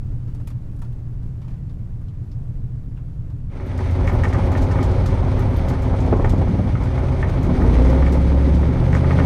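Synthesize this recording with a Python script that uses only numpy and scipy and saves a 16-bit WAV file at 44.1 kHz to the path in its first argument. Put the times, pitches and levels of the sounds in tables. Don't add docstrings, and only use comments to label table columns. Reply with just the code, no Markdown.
import sys
import numpy as np
from scipy import signal
from scipy.fft import rfft, irfft, next_fast_len
from scipy.io import wavfile
from scipy.ndimage import uniform_filter1d

SR = 44100
rng = np.random.default_rng(int(sys.argv[2]) if len(sys.argv) > 2 else 0)


def linear_from_db(decibels):
    return 10 ** (np.asarray(decibels, float) / 20)


def master(y):
    cut = np.clip(np.atleast_2d(y).T, -1, 1)
    pcm = np.round(cut * 32767)
    wavfile.write(sys.argv[1], SR, pcm.astype(np.int16))


N = 407925

# (time [s], full engine cycles [1/s])
WALKING_SPEED = [(0, 6.95), (.95, 7.42), (1.3, 7.0), (1.95, 7.3), (2.55, 7.05), (3, 7.24), (3.3, 6.97),
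                 (4, 6.82), (4.5, 7.1), (5.5, 7.15), (6.2, 6.93), (6.95, 7.68), (7.42, 7.9)]
# (time [s], full engine cycles [1/s])
PULLING_SPEED = [(7.56, 9.35), (7.66, 10.7), (7.85, 12.25), (8.0, 13.3), (8.14, 13.6), (8.49, 13.66),
                 (8.62, 14.1), (8.88, 15.65), (9.0, 15.9), (9.18, 16.1), (9.25, 16.5)]
# (time [s], opening [0-1])
THROTTLE = [
    (7.4, 0.11),
    (7.58, 0.4),
    (7.85, 0.83),
    (8.1, 0.4),
    (8.5, 0.5),
    (8.85, 0.3),
    (9.25, 0.8),
]
FIRING_STRENGTH = [1.0, .9, .72, 1.2, 1.05, .95, .85, 1.1]
NEAR_PIPE = [1, 0, 1, 1, 0, 1, 0, 0]
# (time [s], level [dB])
RUSH = [(3.5, -16.5), (3.95, -23.5), (4.2, -18.5), (4.75, -18.5), (5.8, -20), (6.4, -27), (6.65, -26.5),
        (6.85, -21), (7.3, -20), (7.65, -19.5), (8.2, -22.5), (8.9, -22), (9.25, -19)]
# (frequency [Hz], gain [dB])
CAB_PIPE = [(30, -16), (58, -7), (80, 0), (95, -2), (105, -9), (114, -2), (123, 8), (137, -8), (152, -8),
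            (170, -18), (270, -28), (284, -23), (300, -32), (500, -60)]
# (frequency [Hz], gain [dB])
BED_PIPE = [(36, -20), (60, -1), (92, 2), (106, -11), (122, 1), (136, -19), (150, -5), (200, -23),
            (258, -13), (310, -28), (378, -19), (450, -34), (538, -18), (620, -45)]
# (frequency [Hz], gain [dB])
LOAD_PIPE = [(40, -23), (54, -3.5), (61, 3), (68, -0.5), (86, -3), (97, -10), (110, -9), (123, 3),
             (137, -10), (149, -2), (162, 0), (182, 0), (215, -15), (244, 2.5), (259, 1.5), (276, -1.5),
             (300, -7.5), (380, -9), (420, -11), (500, -12), (540, -3.5), (600, -23)]
# (frequency [Hz], level [dB per Hz])
HUSH_COLOUR = [(120, 10.5), (170, -13.5), (230, -17.5), (283, -11), (371, -19), (690, -28.5), (1500, -37.5),
               (3500, -48.5), (8000, -54), (12500, -59), (15600, -59), (15800, -95)]
# (frequency [Hz], level [dB per Hz])
RUMBLE_COLOUR = [(12, 0), (30, 0), (45, -8), (65, -15), (130, -13), (170, -19), (300, -30)]
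# (frequency [Hz], level [dB per Hz])
BUFFET_COLOUR = [(15, -16), (30, -1), (40, 0), (55, -6), (100, -8), (130, -12), (160, -15), (300, -32)]
# (frequency [Hz], level [dB per Hz])
ROAR_COLOUR = [(110, 1.5), (165, -3.5), (209, -9), (236, -6.5), (258, 0.5), (282, -10), (307, -12),
               (352, -9.5), (376, -3), (398, -10.5), (480, -13.5), (515, -11.5), (536, -6), (560, -11.5),
               (734, -16), (838, -13.5), (1600, -32.5), (2400, -56.5)]
# (frequency [Hz], level [dB per Hz])
HISS_COLOUR = [(800, -70), (1200, 1), (1700, -3.5), (2200, -0.9), (2650, -10), (3300, -10.5), (4700, -16),
               (5300, -18.5), (6300, -19), (7300, -30), (8500, -24), (10500, -29.5), (11800, -39),
               (13500, -44), (14800, -57), (15400, -72)]
# (time [s], peak [dB], top end [dB], low end [dB])
TICKS = [(0.2769, -47, -26.5, -1), (0.346, -42, -7, -7), (0.399, -53, -2, 7), (0.472, -35, -0.5, -8),
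         (0.502, -39.5, -11, -5), (.762, -53.5, 1.5, -13), (.79, -51.5, 1, -2.5), (0.817, -39.5, -3.5, -1),
         (0.847, -48, -11.5, -8.5), (0.926, -50, -5, -11), (1.2294, -48, -18.5, -5.5),
         (1.416, -42.5, -19, -5), (1.445, -53, -22, 2), (1.479, -43.5, -21, -2),
         (1.505, -45.5, -18.5, -12.5), (1.5352, -49, -17.5, -1), (1.695, -45, -28, -6), (2.012, -57, 0, 6),
         (2.083, -46.5, -33.5, -14.5), (2.314, -43, -30, -13), (2.9733, -55.5, -28, 9),
         (3.3008, -47, -16, -2)]
# (time [s], peak [dB], pitch [Hz])
RINGS = [
    (.474, -45, 2300),
    (.502, -46, 980),
    (.82, -41, 918),
    (.832, -40, 450),
    (1.418, -52, 2300),
    (1.485, -51, 2400),
    (1.696, -57, 3500),
    (2.085, -50, 3100),
    (2.315, -51, 5000),
    (2.97, -52, 2700),
]
# (time [s], peak [dB], centre [Hz])
KNOCKS = [(3.599, -35, 1520), (3.676, -46, 2150), (3.789, -33, 2140), (4.058, -36, 2000),
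          (4.0756, -20, 2220), (4.118, -30, 915), (4.2349, -17.5, 1850), (4.252, -28, 1500),
          (4.327, -25, 1790), (4.345, -21.5, 1040), (4.381, -37, 820), (4.758, -24, 820), (4.824, -27, 835),
          (4.983, -47, 805), (5.706, -27.5, 900), (5.752, -30, 820), (6.941, -37, 845), (7.866, -33, 800),
          (7.96, -35, 900), (8.63, -26, 900), (9.2, -26, 900), (9.187, -22, 600), (4.519, -23, 883),
          (4.551, -24.5, 1910), (4.7106, -25.5, 1230), (4.787, -24, 1150), (5.0573, -29, 1270),
          (5.3887, -31, 1318), (5.8302, -35, 1330), (6.135, -35, 800), (6.2432, -17.5, 690),
          (6.246, -28, 1480), (6.468, -38, 700), (6.48, -36, 1200), (6.7523, -25, 1213),
          (6.9769, -24, 1160), (7.2269, -20.5, 1860), (7.6184, -25, 1420), (8.0232, -21, 1148),
          (8.0632, -22.5, 2115), (8.431, -30, 1250), (8.757, -24, 586), (8.9292, -21.5, 1246),
          (8.9498, -23, 1590), (9.043, -24, 1220), (9.107, -14.5, 840), (9.168, -28, 550),
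          (9.185, -21.5, 1210)]
# (frequency [Hz], width [Hz], level [dB])
STEEL = [(590, 70, -3), (835, 60, -3), (1000, 90, -5), (1240, 70, 0), (1500, 120, -4), (1830, 90, 0),
         (2200, 110, -2), (2650, 250, -8), (3250, 400, -10), (4800, 900, -12)]
# (time [s], peak [dB], lower ring [dB])
RATTLES = [(3.6625, -56.5, 2), (3.7751, -57.5, 19), (3.9059, -53.5, 12), (4.0695, -50.5, 17),
           (4.126, -49, -11), (4.4548, -55.5, 12), (4.515, -51, 14), (4.57, -52, 15), (4.617, -49, 16),
           (4.826, -47, 17), (5.059, -49, 18.5), (5.3911, -47.5, 9.5), (5.497, -55, -23),
           (5.5662, -46.5, -11), (5.683, -43.5, 11.5), (5.8197, -51, 13), (6.2436, -69, 29.5),
           (6.293, -51.5, 19.5), (6.833, -56.5, 17), (7.218, -69, 22), (7.428, -49.5, 13),
           (7.5982, -65, 4.5), (7.6226, -50.5, 9), (7.7235, -54.5, -4.5), (7.8988, -52, 14),
           (7.9257, -61, 6), (8.1207, -48.5, 16.5), (8.614, -60, 4), (8.9471, -62, 27.5), (9.122, -77, 35),
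           (4.234, -60.5, 27.5), (4.28, -62.5, 21.5), (4.33, -62, 27), (4.711, -62.5, 26.5),
           (4.912, -61.5, 20), (4.978, -69, 13), (5.304, -66, 16), (5.963, -65.5, 21.5), (6.002, -60, 23.5),
           (6.057, -69, 26), (6.164, -66, 22), (6.378, -66.5, 22), (6.48, -69, 24), (6.9765, -70.5, 26),
           (7.283, -68.5, 24.5), (7.845, -63, 25), (8.059, -66.5, 28), (8.211, -66, 20.5),
           (8.545, -65.5, 28), (8.924, -69.5, 30)]
# (time [s], peak [dB])
GUSTS = [(5.651, -22), (6.045, -12), (6.076, -12), (6.124, 0), (6.194, -6), (6.241, -4), (6.33, -9),
         (6.41, -9.5), (6.471, -12.5), (6.537, -15), (6.584, -10.5), (7.36, -13)]
# (multiple of the cycle rate [1], in the cab [dB rms], over the bed [dB rms])
IDLE_TONES = [(13, -35, -25), (15, -43, -32), (17, -38.5, -30), (18, -49.5, -37.5), (19, -60.5, -49.5),
              (21, -50.5, -38), (24, -47.5, -44), (27, -58.5, -43), (36, -64, -39.5), (37, -61, -39),
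              (38, -64.5, -39.5), (39, -62, -45)]
LOAD_ORDERS = [5, 6, 7, 8, 9, 10, 11, 12, 13]
LOAD_ORDERS_DB = [-14.5, -33.5, -25, -20, -34, -26.5, -26.5, -32.5, -30]
HIGH_ORDERS_DB = [-36.5, -34.5, -35, -27.5, -33, -39, -30, -27.5, -36, -30.5, -31.5, -34, -35, -31.5, -27.5,
                  -34, -41, -38, -39, -31.5, -32.5, -44, -31.5, -36, -42, -33.5, -34, -25, -40, -30, -29.5]

HIGH_ORDERS = range(14, 45)
FADE_S = (3.48, 4.0)
CLEAN_THROTTLE = 0.42
TICK_T60_S = 0.11


def rms_one(x):
    return x / np.sqrt(np.mean(x ** 2) + 1e-20)


def seconds():
    return np.arange(N) / SR


def in_time(rows):
    s, *columns = np.transpose(rows)
    return [np.interp(seconds(), s, column) for column in columns]


def drift(rate):
    step = 40
    r = np.exp(-2 * np.pi * step * rate / SR)
    white = rng.standard_normal(N // step + 2002)
    slow = signal.lfilter([1], [1, -2 * r, r * r], white)[2000:]
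    return np.interp(np.arange(N) / step, np.arange(len(slow)), rms_one(slow))


def resonate(x, modes):
    out = 0
    for hz, width, level_db in modes:
        r = np.exp(-np.pi * abs(width) / SR)
        top = [(1 - r * r) / 2, 0, (r * r - 1) / 2]
        out = out + linear_from_db(level_db) * signal.lfilter(top, [1, -2 * r * np.cos(2 * np.pi * hz / SR), r * r], x)
    return out


def band(x, low_hz, high_hz):
    edges = [low_hz, min(high_hz, .45 * SR)]
    return signal.sosfilt(signal.butter(2, edges, "band", fs=SR, output="sos"), x)


def noise(colour, patchy_db, rate):
    size = next_fast_len(N)
    hz = np.fft.rfftfreq(size, 1 / SR) + 1e-3
    at, level_db = np.transpose(colour)
    gain = linear_from_db(np.interp(np.log(hz), np.log(at), level_db, left=-90, right=-90))
    spectrum = rfft(rng.standard_normal(size)) * gain
    out, together = 0, drift(rate)
    for centre in np.arange(np.floor(np.log2(at[0])), np.log2(at[-1]) + 1):
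        share = np.clip(1 - abs(np.log2(hz) - centre), 0, 1)
        flicker = linear_from_db(patchy_db * (together + 0.62 * drift(rate)))
        out = out + irfft(spectrum * share, size)[:N] * flicker
    return rms_one(out)


def bursts(times, peaks_db, t60s, rise_s):
    out = np.zeros(N)
    t60s = np.clip(np.broadcast_to(t60s, len(times)), .01, .5)
    for s, peak_db, t60 in zip(times, peaks_db, t60s):
        start = int(s * SR)
        t = np.arange(min(int(t60 * SR), N - start)) / SR
        out[start:][:len(t)] += linear_from_db(peak_db - 60 * t / t60) * np.minimum(t / rise_s, 1)
    return out


def cab_hush():
    level_db = -51.5 - 0.5 * seconds() + 13.5
    return linear_from_db(level_db) * noise(HUSH_COLOUR, patchy_db=.6, rate=12.0)


def cab_rumble():
    return linear_from_db(-30.5) * noise(RUMBLE_COLOUR, patchy_db=1.2, rate=6.0)


def squall(lag_s):
    middle_s, length_s = 6.25, 0.24
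    return np.exp(-((seconds() - middle_s - lag_s) / length_s) ** 2)


def wind_buffet(throttle, swing_db):
    level_db = -25.5 + throttle + 0.3 * swing_db + 0.68 * 5 * squall(0)
    return linear_from_db(level_db + 1.8) * noise(BUFFET_COLOUR, patchy_db=.9, rate=8.0)


def tyre_roar(throttle, rush_db):
    level_db = rush_db + 5 * squall(0) - 5.5 + 2 * throttle
    return linear_from_db(level_db) * noise(ROAR_COLOUR, patchy_db=1.46, rate=15.3)


def air_hiss(throttle, swing_db):
    level_db = -44 + 0.31 * swing_db + 6.5 * throttle - 0.54 * (seconds() - FADE_S[1])
    return linear_from_db(level_db + 0.5) * noise(HISS_COLOUR, patchy_db=1.0, rate=14.4)


def gusts():
    s, peak_db = np.transpose(GUSTS)
    white = rng.standard_normal((2, N))
    lumps = signal.lfilter([1], [1, -.95], band(white[0], 95, 750))
    flutter = linear_from_db(-22.5) * squall(lag_s=0.21) * rms_one(band(white[1], 128, 260))
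    return rms_one(lumps) * bursts(s, peak_db - 8.5, 0.12, rise_s=0.004) + flutter


def trim_ticks():
    s, peak_db, top_db, low_db = np.transpose(TICKS)
    white = rng.standard_normal((3, N))
    middle = rms_one(band(white[0], 1000, 5200)) * bursts(s, peak_db - 17, TICK_T60_S, .00065)
    top = rms_one(band(white[1], 5500, 13000)) * bursts(s, peak_db + top_db - 13, .79 * TICK_T60_S, .0012)
    low = rms_one(band(white[2], 480, 1340)) * bursts(s, peak_db + low_db - 4.5, 1.03 * TICK_T60_S, .0025)
    return middle + top + low


def trim_rings():
    cycles = 9.8
    out = np.zeros(N)
    white = rng.standard_normal((len(RINGS), SR // 10))
    for (s, peak_db, hz), shake in zip(RINGS, white):
        shake = shake * linear_from_db(-60 * np.arange(len(shake)) / SR / TICK_T60_S)
        rung = resonate(shake, [(hz, hz / cycles, peak_db - 10.5)])
        out[int(s * SR):][:len(rung)] += rung * np.sqrt(SR * cycles / np.pi / hz)
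    return out


def rattles():
    s, peak_db, lower_db = np.transpose(RATTLES)
    t60_s = .17
    white = rng.standard_normal((2, N)) * linear_from_db(1.2 * drift(150.0))
    bright = band(band(white[0], 10500, 14800), 8000, 14800)
    top = rms_one(bright) * bursts(s, peak_db - 7, .7 * t60_s, .002)
    lower = rms_one(band(white[1], 2800, 7400)) * bursts(s, peak_db + lower_db - 11.5, t60_s, .0023)
    return top + lower


def knocks():
    s, peak_db, centre_hz = np.transpose(KNOCKS)
    t60 = .13 + .004 * (peak_db + 22)
    out, white = 0, rng.standard_normal(N)
    white[(s * SR).astype(int) + 12] = 18.0
    for k, (hz, width, level_db) in enumerate(STEEL):
        tilt_db = -7.0 * abs(np.log2(hz / centre_hz))
        shake = white * bursts(s, peak_db + tilt_db - 11.5, t60, rise_s=3e-4)
        rung = resonate(shake + 1e-18, [(hz, width, level_db)])
        out = out + (-1) ** k * rung * np.sqrt(SR / np.pi / width)
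    return signal.sosfilt(signal.butter(3, 3000, fs=SR, output="sos"), out)


def engine_speed():
    return in_time(WALKING_SPEED + PULLING_SPEED)[0]


def engine_load():
    return np.minimum(in_time(THROTTLE)[0] / CLEAN_THROTTLE, 1)


def firings():
    uneven_db, jitter_s = .8, .0002
    turns = np.cumsum(engine_speed()) * 8 / SR
    at = np.flatnonzero(np.diff(np.floor(turns)))
    throttle = in_time(THROTTLE)[0][at]
    chance = rng.standard_normal((len(at), 2))
    scatter = jitter_s * (1 + 1.6 * throttle) * SR * chance[:, 0]
    late = np.clip(at + scatter.astype(int), 0, N - 1)
    far = np.interp(at / SR, FADE_S, [0, -.06]) - .85 * throttle ** 2
    side = np.where(np.resize(NEAR_PIPE, len(at)), 1, far)
    clicks = np.zeros(N)
    clicks[late] = side * np.resize(FIRING_STRENGTH, len(at)) * linear_from_db(uneven_db * chance[:, 1])
    return clicks


def gas_puffs(clicks):
    rise_s = .002
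    puff = signal.lfilter([1], [1, -linear_from_db(-60 / (.07 * SR))], abs(clicks))
    puff = signal.fftconvolve(puff, np.hanning(int(2 * rise_s * SR)) / (rise_s * SR))[:N]
    return rms_one(1 + 0.43 * puff)


def exhaust(clicks, pipe, smear_s):
    size = next_fast_len(N + SR)
    hz = np.fft.rfftfreq(size, 1 / SR) + 1e-3
    at, level_db = np.transpose(pipe)
    passed = linear_from_db(np.interp(np.log(hz), np.log(at), level_db, left=-60, right=-120))
    low = np.minimum(hz, 130)
    delay = np.exp(-1j * np.pi * smear_s * low * (2 * hz - low) / 100)
    boom = irfft(rfft(clicks, size) * passed * delay, size)[:N]
    return boom / np.sqrt(uniform_filter1d(boom ** 2, size=SR // 2) + 1e-20)


def idle_tones(outside):
    speed = engine_speed()
    turns = np.cumsum(speed) / SR
    sink_db = 21 * np.clip(speed - 7.15, 0, 1)
    out = 0
    for order, cab_db, bed_db in IDLE_TONES:
        level = (1 - outside) * linear_from_db(cab_db) + outside * linear_from_db(bed_db - sink_db * (order > 30))
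        level = level * linear_from_db(1.87 * drift(1.55))
        phase = round(order) * turns + rng.random() + .12 * drift(.5)
        out = out + level * np.sin(2 * np.pi * phase)
    return np.sqrt(2) * (1 - engine_load()) * out


def load_tones():
    first = int(THROTTLE[0][0] * SR) - SR // 10
    speed = engine_speed()[first:]
    turns = np.cumsum(speed) / SR
    steps = np.arange(len(speed)) / SR / 0.0904
    at, pipe_db = np.transpose(LOAD_PIPE)
    out = np.zeros(N)
    orders = list(LOAD_ORDERS) + list(HIGH_ORDERS)
    levels_db = list(LOAD_ORDERS_DB) + list(HIGH_ORDERS_DB)
    for order, level_db in zip(orders, levels_db):
        waver_db = np.interp(steps, np.arange(40), rng.standard_normal(40))
        waver_db = (1 + order / 20) * waver_db
        passed_db = np.interp(np.log(order * speed), np.log(at), pipe_db, right=-40)
        sink_db = 0.95 * (speed - 11) * (order in HIGH_ORDERS)
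        level = linear_from_db(level_db + passed_db + waver_db - sink_db)
        out[first:] += level * np.sin(2 * np.pi * (order * turns + rng.random()))
    return np.sqrt(2) * out


def open_exhaust(clicks, throttle):
    idle_pipe = [(hz, db - 3 * (hz > 130)) for hz, db in BED_PIPE]
    load = engine_load()
    level = linear_from_db(-17.6 - 0.5 + 5.2 * throttle)
    return level * (1 - load) * exhaust(clicks, idle_pipe, smear_s=.05) + linear_from_db(0.5) * load * load_tones()


def cab(clicks):
    boom = linear_from_db(-31) * exhaust(clicks, CAB_PIPE, smear_s=.06)
    return cab_hush() + cab_rumble() + trim_ticks() + trim_rings() + boom


def bed(clicks, outside):
    throttle, = in_time(THROTTLE)
    rush_db, = in_time(RUSH)
    swing_db = rush_db + 23
    puffs = gas_puffs(clicks)
    low = wind_buffet(throttle, swing_db) + puffs * tyre_roar(throttle, rush_db)
    low = low + open_exhaust(clicks, throttle)
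    hiss = puffs * air_hiss(throttle, swing_db)
    return outside ** 1.15 * low + outside ** .8 * hiss


def scene():
    clicks = firings()
    outside = np.interp(seconds(), FADE_S, [0, 1])
    places = (1 - outside) * cab(clicks) + bed(clicks, outside)
    return (places + gusts() + rattles() + knocks() + idle_tones(outside))[None]


def band_limit(x):
    return signal.sosfilt(signal.butter(12, 15700, fs=SR, output="sos"), x)


def record(dry):
    mix = 0.82 * np.tanh(dry / 0.78)
    return band_limit(mix)


dry = scene()
out = record(dry)
master(out)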